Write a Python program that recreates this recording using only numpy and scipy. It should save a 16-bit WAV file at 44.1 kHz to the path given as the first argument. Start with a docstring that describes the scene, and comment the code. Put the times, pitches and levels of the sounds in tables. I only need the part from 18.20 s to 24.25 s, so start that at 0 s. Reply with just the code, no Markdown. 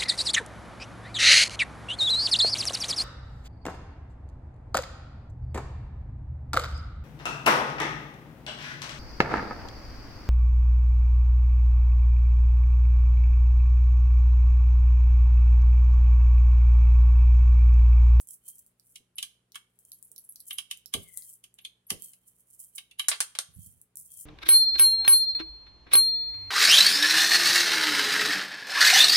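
"""Rubber brayer on a paper collage

A brayer rolls over glued paper on a craft table, close to a phone in a small room. Its tacky rubber
peels off the paper in a fine crackle, and the loose roller chirps and knocks in its frame. It lands
on the table with a thump, and the frame clacks hard when the tool is turned over and set down."""
import sys
import numpy as np
from scipy import signal
from scipy.fft import rfft, irfft
from scipy.io import wavfile

SR = 44100
rng = np.random.default_rng(int(sys.argv[2]) if len(sys.argv) > 2 else 0)


def master(y):
    """Save y as 16-bit WAV."""
    cut = np.clip(np.atleast_2d(y).T, -1, 1)
    pcm = np.round(cut * 32767)  # scale
    wavfile.write(sys.argv[1], SR, pcm.astype(np.int16))


N = 267000
T = np.arange(N) / SR

# Levels in the event tables are relative: each source adds its own gain. Pan is left minus right.
# Pushes and pulls. Each row: time of peak speed, rise and fall in seconds, then crackle level,
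# rubbing level, rumble level and pan in dB.
ROLLER_STROKES = [(0.018, 0.085, 0.053, -54, -90, -82, -2), (0.112, 0.054, .065, -48.5, -76, -78, -2),
                  (0.295, 0.1, 0.089, -49, -67.5, -78, -1.5), (0.39, 0.087, 0.19, -62.5, -84.5, -81, 0),
                  (0.74, 0.21, 0.1, -61.5, -95, -86.5, 0), (1.72, 0.31, 0.34, -65.5, -85.5, -90, -0.5),
                  (2.02, 0.35, 0.5, -66, -92, -87, 3), (2.305, 0.11, 0.098, -51.5, -75.5, -80, 1),
                  (2.833, 0.054, 0.034, -51, -85, -70, 3.5), (2.929, 0.11, 0.056, -52, -84, -77, 6),
                  (2.978, .025, 0.095, -37, -73, -71.5, 5.5), (3.081, 0.077, 0.15, -48.5, -75.5, -85, 0.5),
                  (3.827, 0.065, 0.19, -48.5, -63.5, -76, 0), (4.08, 0.093, 0.1, -63, -78, -84.5, -3),
                  (4.2, 0.091, 0.074, -63.5, -88, -90, -3), (4.345, 0.11, 0.042, -56.5, -83, -84.5, -4),
                  (4.41, 0.042, 0.13, -47, -80.5, -81, -2.5), (4.56, 0.053, .04, -52.5, -73, -82.5, -5),
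                  (5.42, 0.14, 0.26, -53.5, -76.5, -58.5, -3), (5.78, 0.033, 0.18, -50.5, -94, -66.5, -1.5),
                  (5.915, 0.058, 0.094, -54.5, -70, -73, 2), (5.995, 0.094, 0.086, -44.5, -69, -71, 3.5)]
# The roller hits its frame. Each row: time in seconds, ring level in dB, main frame resonance in Hz,
# tick level in dB, handle level in dB.
ROLLER_KNOCKS = [(0.7567, -40.5, 3120, -46, -71), (0.9825, -25.5, 3114, -36.5, -55),
                 (1.026, -26.5, 3310, -33, -51), (1.3447, -44, 3150, -54, -59),
                 (1.355, -34, 3170, -41.5, -44.5), (2.3067, -28, 3115, -42, -49),
                 (2.3831, -25.5, 3170, -32.5, -48), (2.5103, -26, 3060, -34, -52.5),
                 (2.7375, -20, 3220, -26.5, -36.5), (3.239, -46, 3280, -49, -67),
                 (3.3859, -44, 2950, -58, -64.5), (3.4485, -30, 3420, -44.5, -61.5),
                 (3.7024, -25, 3090, -26, -40), (3.933, -59.5, 2880, -53, -71.5),
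                 (4.5802, -31, 3105, -40.5, -52.5), (4.7108, -45.5, 2850, -58, -77),
                 (4.794, -19.5, 3130, -32, -39), (4.8415, -43, 2900, -66, -58)]
# The frame hits the table. Each row: time in seconds, body and treble levels in dB, decay in seconds.
FRAME_CLACKS = [(4.8834, -25.5, -17.5, 0.0073), (4.914, -22.5, -59, 0.015), (5.0035, -24.5, -22, 0.0071),
                (5.151, -37.5, -47, 0.0061), (5.1875, -27, -26.5, 0.0017)]
# The largest sticky spots let go. Each row: time in seconds, then crackle level, pop level, pan in dB.
LARGE_SNAPS = [(0.0722, -38, -85, -8), (0.0874, -30, -87, -1), (0.1078, -34, -82, -12),
               (0.1401, -37.5, -88, -3), (0.382, -43, -90, 4), (0.463, -44, -74, 1),
               (0.597, -45, -58.5, -0.5), (1.3196, -44, -51.5, 0), (1.5891, -44, -78.5, 12),
               (1.6504, -39, -90, -2), (1.718, -30, -44.5, -5), (1.8262, -32.5, -64, 6.5),
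               (1.916, -34.5, -96.5, -5.5), (1.9615, -38, -49, -6), (1.9794, -33, -48, -5.5),
               (2.0901, -39, -68, 0), (2.1227, -36.5, -72, -3.5), (2.1581, -31.5, -44, -2.5),
               (2.2034, -32.5, -50.5, -5), (2.5731, -39, -74.5, -10.5), (2.6584, -32.5, -41.5, -9),
               (2.973, -18.5, -48, 4.5), (3.022, -33, -49.5, -0.5), (3.3405, -41, -87, 0),
               (3.8216, -28, -57, -10), (4.4006, -33.5, -74, 0), (5.6147, -36, -79, -0.5),
               (5.756, -33.5, -75, -11), (5.7706, -27, -71, 12.5)]
# The table takes the load. Each row: time in seconds, boom and board levels in dB, boom decay in seconds.
TABLE_THUMPS = [(0.8, -76.5, -70, 0.016), (1.904, -85, -70.5, 0.007), (2.744, -37, -38.5, 0.044),
                (3.714, -46.5, -40, 0.023), (5.287, -54, -75, 0.021), (5.363, -42.5, -103, 0.012),
                (5.389, -40, -87, 0.0056), (5.465, -45.5, -78, 0.015)]
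# Chirps of the dry axle. Each row: start in seconds, level in dB.
AXLE_CHIRPS = [(0.956, -42), (1.727, -39), (1.8455, -39), (1.979, -38), (2.038, -39), (2.09, -39.5),
               (2.195, -38.5), (2.3247, -26), (3.412, -50), (3.6665, -43), (4.7867, -25.5), (5.338, -44)]

# Modes of the frame and hollow handle. Each row: ratio to the main mode, bandwidth in Hz, gain in dB.
FRAME_MODES = [(0.719, 200, -10), (0.829, 221, -9.5), (.93, 170, 1), (1, 160, 2), (1.24, 263, -2.5),
               (1.599, 396, -22.5)]
HANDLE_MODES = [(.68, 89.3, -3), (1, 100, -2), (1.381, 130, -2.5), (1.9, 120, -2)]
# Modes of the rubbed frame and table top. Each row: frequency and filter bandwidth in Hz, gain in dB.
RUBBED_MODES = [(1072, 86, -17.5), (2520, 90, -13), (3142, 110, 2.5), (3617, 87, -12), (4310, 150, -7.5)]
TABLE_MODES = [(116.9, 5.9, 4), (172.6, 7.2, -5), (402, 8.4, -7.5)]
# Long ring of the metal. 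Each row: frequency in Hz, relative level in dB, 60 dB decay time in seconds.
METAL_PARTIALS = [(1160, -6, 0.33), (1540, -16.5, .35), (1720, -9, .45), (2200, -13.5, 0.3),
                  (2880, -6, 0.36), (2918, -9.5, 0.41), (3250, 12, 0.2), (3210, 5.5, 0.26)]
# Mains hum. Each row: frequency in Hz, level in dB.
HUM_PARTIALS = [(60, -89), (120, -82.5), (181, -84.5), (241, -91.5)]

# Spectra of the noisy sounds. Each row: frequency in Hz, relative spectral density in dB.
AIR_SPECTRUM = [(25, -19.5), (55, -5.5), (100, -9), (190, -9.5), (290, -11.5), (420, -9), (750, -17.5),
                (1400, -18.5), (3000, -23), (6000, -29), (10000, -22), (16000, -42.5)]
BOOM_SPECTRUM = [(35, -25.5), (55, -2), (85, 4.5), (120, 3.5), (190, -4.5), (300, -28.5), (700, -58)]
BOARD_SPECTRUM = [(130, -10), (210, -2), (290, -7), (400, -3.5), (540, -8), (720, -16), (1600, -38)]
CLACK_BODY_SPECTRUM = [(150, -61.5), (290, -44.5), (410, -8.5), (600, -8.5), (740, -6.5), (1150, 0.5),
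                       (2400, 1), (4200, 2.5), (5600, -8), (8000, -31.5)]
CLACK_TREBLE_SPECTRUM = [(300, -70.5), (3500, -36), (5500, -6), (6500, -1), (7600, -4), (8650, 6),
                         (9400, -0.5), (10600, 1), (12000, -13), (15800, -23.5)]
TICK_SPECTRUM = [(500, -75.5), (2500, -26.5), (4500, -10.5), (6300, -9.5), (8000, -10), (9600, -0.5),
                 (11000, -8), (13000, -14), (15800, -25.5)]
POP_SPECTRUM = [(1500, -48.5), (2600, -23.5), (4000, 0), (5500, 5.5), (8000, 0), (15500, -14.5)]
CRACKLE_SPECTRUM = [(2000, -51.5), (4200, -33.5), (5500, -17.5), (7300, -7), (9600, 1.5), (12000, -2.5),
                    (15500, -9.5)]
# The parts of a knock that reach the frame and the handle. Each row: frequency in Hz, relative gain in dB.
FRAME_DRIVE = [(1000, -36.5), (2400, 4), (4500, -1.5), (8000, -18.5)]
HANDLE_DRIVE = [(410, -26), (1130, -0.5), (2400, 0), (3600, -22.5)]

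# Rolling sounds. Each pair: index among a stroke's levels, exponent of the roller's speed.
CRACKLE_LAW, RUBBING_LAW, RUMBLE_LAW = (0, 1.91), (1, 1.87), (2, 1.57)


def undb(db):
    """Amplitude grows tenfold for every 20 dB."""
    return 10 ** (np.asarray(db) / 20)


def unit(x):
    """Normalisation sets the mean energy per channel to 1."""
    return x / np.sqrt(np.mean(np.sum(x ** 2, axis=-1)))


def panned(pan_db):
    """A level difference, split evenly between left and right gains, gives direction."""
    return undb(np.array([pan_db, -pan_db]).reshape(2, -1) / 2)


def add(out, start_s, sound):
    """Superposition: a sound adds to the mix from its start time."""
    i = max(int(start_s * SR), 0)
    out[:, i:i + sound.shape[1]] += sound[:, :N - i]


def colour(x, spectrum, size=2048):
    """A minimum-phase filter of unit energy, built by folding the cepstrum, imposes a spectrum."""
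    hz, db = np.transpose(spectrum)
    bins_hz = np.maximum(np.fft.rfftfreq(size, 1 / SR), 1)
    magnitude = undb(np.interp(np.log(bins_hz), np.log(hz), db))
    cepstrum = irfft(np.log(magnitude))
    cepstrum[1:size // 2] *= 2
    cepstrum[size // 2 + 1:] = 0
    impulse = unit(irfft(np.exp(rfft(cepstrum))))
    return signal.oaconvolve(x, impulse[None], axes=1)[:, :x.shape[1]]


def resonate(x, modes):
    """Modal response: parallel resonators sum with alternating sign."""
    return sum((-1) ** k * undb(db) * signal.lfilter(*signal.iirpeak(hz, hz / width, fs=SR), x)
               for k, (hz, width, db) in enumerate(modes))


def contact(decay_s, correlation=0., size=4096):
    """Contact chatter is exponentially decaying noise, of which the two channels may share a part."""
    noise = rng.standard_normal((3, size))
    chatter = np.sqrt(1 - correlation) * noise[:2] + np.sqrt(correlation) * noise[2]
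    return chatter * np.exp(-T[:size] / decay_s)


def wander(per_s, size=N):
    """Interpolation between random values gives a fluctuation with a spread near 1."""
    knots = rng.standard_normal(int(size * per_s / SR) + 2) * np.sqrt(3 / 2)
    return np.interp(T[:size] * per_s, np.arange(len(knots)), knots)


def speed(peak_s, rise_s, fall_s):
    """Uniform acceleration, then uniform braking, takes a stroke's speed from 0 to 1 and back."""
    return np.interp(T, [peak_s - rise_s, peak_s, peak_s + fall_s], [0, 1, 0])


def rolling_gain(index, exponent):
    """A power law links the roller's speed to the left and right amplitudes of a rolling sound."""
    return sum(undb(levels[index]) * speed(peak_s, rise_s, fall_s) ** exponent * panned(pan_db)
               for peak_s, rise_s, fall_s, *levels, pan_db in ROLLER_STROKES)


def background(air_db=-79, swell_db=0.26):
    """Room noise, coherent between the channels in the bass, lies under the partials of mains hum."""
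    noise = rng.standard_normal((3, N))
    bass = signal.butter(1, 600, fs=SR)
    air = signal.lfilter(*bass, noise[2]) + noise[:2] - signal.lfilter(*bass, noise[:2])
    hum = sum(np.sqrt(2) * undb(db + 0.86 * wander(4.6)) * np.sin(2 * np.pi * (hz * T + rng.random()))
              for hz, db in HUM_PARTIALS)
    return colour(air, AIR_SPECTRUM) * undb(air_db + swell_db * wander(12)) + hum


def room(x, near_db=-5.0, near_s=0.017, far_db=-18, t60_s=0.37, treble_t60_s=0.29, size=22000):
    """Early reflections from the table precede a reverberant tail that decays faster in the treble."""
    t = T[:size]
    near, tail = rng.standard_normal((2, 2, size))
    near = near * np.exp(-t / near_s) * (t > .002)
    low = signal.lfilter(*signal.butter(1, 4000, fs=SR), tail)
    far = low * 1000 ** (-t / t60_s) + (tail - low) * 1000 ** (-t / treble_t60_s)
    echoes = undb(near_db) * unit(near) + undb(far_db) * unit(far * (1 - np.exp(-t / 0.02)))
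    return x + signal.fftconvolve(x, echoes, axes=1)[:, :N]


def table_rumble(gain_db=-2, stereo_width=0.69):
    """Forced vibration: bumps in the paper layers shake the table under the moving roller."""
    bumps = rng.standard_normal(N) + stereo_width * rng.standard_normal((2, N))
    return colour(bumps * rolling_gain(*RUMBLE_LAW), BOOM_SPECTRUM) * undb(gain_db)


def frame_rubbing(gain_db=-2, patchy_db=2.5, pitch_drift=.016):
    """Friction from the roller excites the frame's modes, which sing unevenly and drift in pitch."""
    song = np.zeros((2, N))
    for hz, width, db in RUBBED_MODES:
        mode = [(hz, width, 0)]
        song += undb(db) * resonate(resonate(rng.standard_normal((2, N)), mode), mode)
    warped_time = np.cumsum(1 + pitch_drift * wander(13)) / SR
    song = np.array([np.interp(warped_time, T, side, period=T[-1]) for side in song])
    return song / song.std() * rolling_gain(*RUBBING_LAW) * undb(gain_db + patchy_db * wander(45))


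def axle_whine(peak_s=2.892, pitch_hz=2110, sag_hz_per_s=900, wander_hz=70, gain_db=-69.5, rough_db=5):
    """Stick-slip in the bearing sustains one faint, broken tone that sinks in pitch."""
    hz = pitch_hz - sag_hz_per_s * (T - peak_s) + wander_hz * wander(240)
    gain = speed(peak_s, rise_s=0.079, fall_s=0.2) * undb(gain_db + rough_db * wander(110))
    return gain * np.sin(2 * np.pi * np.cumsum(hz) / SR)


def axle_chirps(pitch_hz=11200, scatter_hz=178, wander_hz=340, length_s=0.022, gain_db=-8, rough_db=5):
    """Stick-slip in the dry bearing gives short, rough chirps that catch at once and fade."""
    out, n = np.zeros((2, N)), int(length_s * SR)
    shape = np.sqrt(np.linspace(1, 0, n)) * (1 - np.exp(-T[:n] / 0.0014))
    for start_s, db in AXLE_CHIRPS:
        centre_hz = pitch_hz + scatter_hz * rng.uniform(-1, 1)
        hz = centre_hz + wander_hz * np.array([wander(980, n), wander(990, n)])
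        gain = shape * undb(db + gain_db + rough_db * wander(300, n))
        add(out, start_s, gain * np.sin(2 * np.pi * np.cumsum(hz, axis=1) / SR))
    return out


def table_thumps(boom_db=23, board_db=26, board_s=0.025, ring_db=-9):
    """Sudden loading by the roller makes the table top boom and knock; its low modes ring on."""
    out = np.zeros((2, N))
    for at_s, boom_level, board_level, boom_s in TABLE_THUMPS:
        boom = unit(colour(contact(boom_s, correlation=0.76), BOOM_SPECTRUM))
        add(out, at_s - .003, undb(boom_level + boom_db) * boom * panned(pan_db=-9))
        knock = colour(contact(board_s, correlation=1, size=16000), BOARD_SPECTRUM)
        board = unit(knock) + undb(ring_db) * unit(resonate(knock, TABLE_MODES))
        add(out, at_s, undb(board_level + board_db) * board * panned(pan_db=-0.5))
    return out


def frame_clacks(body_db=22, treble_db=26, ring_db=-17, size=20000):
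    """Hard impact on the table gives a broadband crack, then the free vibration of the metal."""
    out, t = np.zeros((2, N)), T[:size]
    ring = unit(sum(undb(db) * 1000 ** (-t / t60) * np.sin(2 * np.pi * (hz * t + rng.random((2, 1))))
                    for hz, db, t60 in METAL_PARTIALS))
    for at_s, body_level, treble_level, decay_s in FRAME_CLACKS:
        blow = contact(decay_s)
        body = undb(body_level + body_db) * unit(colour(blow, CLACK_BODY_SPECTRUM))
        treble = undb(treble_level + treble_db) * unit(colour(blow, CLACK_TREBLE_SPECTRUM))
        add(out, at_s + .0005, body + treble)
        add(out, at_s + 0.00033, undb(body_level + body_db + ring_db) * ring)
    return out


def axle_blow(slide_db=-18, slide_s=0.0039, hit_s=0.0032, bounce_db=-7, bounce_s=0.004):
    """Backlash lets the axle slide, hit and rebound; gives the blow and the seconds before its hit."""
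    slide = undb(slide_db) * contact(slide_s, size=1024)[:, ::-1]
    hit = contact(hit_s)
    bounce = np.roll(contact(hit_s / 2), int(bounce_s * rng.uniform(.7, 1.3) * SR), axis=1)
    return np.hstack([slide, hit + undb(bounce_db) * bounce]), slide.shape[1] / SR


def roller_knocks(ring_db=18.5, tick_db=26, handle_db=23, handle_hz=1161):
    """Each impact of the loose roller ticks and excites the modes of the frame and the duller handle."""
    out = np.zeros((2, N))
    handle_modes = [(handle_hz * ratio, width, db) for ratio, width, db in HANDLE_MODES]
    for at_s, ring_level, frame_hz, tick_level, handle_level in ROLLER_KNOCKS:
        blow, lead_s = axle_blow()
        # the grip and the place of the hit shift the frame's resonances
        frame_modes = [(frame_hz * ratio, width, db) for ratio, width, db in FRAME_MODES]
        ring = undb(ring_level + ring_db) * unit(resonate(colour(blow, FRAME_DRIVE), frame_modes))
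        tick = undb(tick_level + tick_db) * unit(colour(blow, TICK_SPECTRUM))
        handle = undb(handle_level + handle_db) * unit(resonate(colour(blow, HANDLE_DRIVE), handle_modes))
        add(out, at_s + 0.00086 - lead_s, (ring + tick + handle) * panned(pan_db=-2.24))
    return out


def small_snaps(per_s=28, over_db=9, scatter_db=3, pop_db=-29, pan_db=4):
    """Lesser sticky spots let go as a Poisson process; their rows follow the level of the crackle."""
    crackle = rolling_gain(*CRACKLE_LAW).mean(axis=0)
    at = np.flatnonzero((rng.random(N) < per_s / SR) & (crackle > 0))
    size, side = rng.uniform(-1.4, 1, (len(at), 2)).T
    db = 20 * np.log10(crackle[at]) + over_db + scatter_db * size
    return list(zip(T[at], db, db + pop_db, pan_db * side))


def sticky_snaps(crackle_db=11, pop_db=20):
    """Adhesion fails all at once at a sticky spot, giving a dry click with a deeper pop."""
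    out = np.zeros((2, N))
    for at_s, crackle_level, pop_level, pan_db in LARGE_SNAPS + small_snaps():
        release = contact(decay_s=.0008, size=1024)
        click = undb(crackle_level + crackle_db) * unit(colour(release, CRACKLE_SPECTRUM))
        pop = undb(pop_level + pop_db) * unit(colour(release, POP_SPECTRUM))
        add(out, at_s + 0.00058, (click + pop) * panned(pan_db))
    return out


def peeling(per_s=1700, hiss=.25, spread_db=4.5, flutter_db=4.5):
    """Shot noise: threads of glue break behind the roller, many faint, a few strong, over a thin hiss."""
    at = np.flatnonzero(rng.random(N) < per_s / SR)
    sizes_db = spread_db * np.minimum(rng.exponential(size=len(at)), 3.5)
    impulses = undb(sizes_db) * rng.choice([-1, 1], len(at))
    # each break lies somewhere along the roller, so it reaches the right channel early or late
    lag_samples = rng.integers(-14, 15, len(at))
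    breaks = np.zeros((2, N))
    breaks[0, at] = breaks[1, np.clip(at + lag_samples, 0, N - 1)] = impulses
    crackle = breaks / breaks.std() + hiss * rng.standard_normal((2, N))
    gain = rolling_gain(*CRACKLE_LAW) * undb(flutter_db * wander(81))
    return colour(crackle * gain, CRACKLE_SPECTRUM)


def scene():
    """The sounds of brayer and table superpose and reverberate over the room's background."""
    brayer = peeling() + frame_rubbing() + sticky_snaps() + roller_knocks() + frame_clacks()
    table = table_thumps() + table_rumble()
    axle = axle_chirps() + axle_whine()
    return room(brayer + table + axle) + background()


def record(dry):
    """The phone's limited bandwidth acts as a steep low-pass filter."""
    cutoff_hz = 16200
    return signal.sosfilt(signal.ellip(8, .2, 70, cutoff_hz, fs=SR, output="sos"), dry)


dry = scene()
out = record(dry)
master(out)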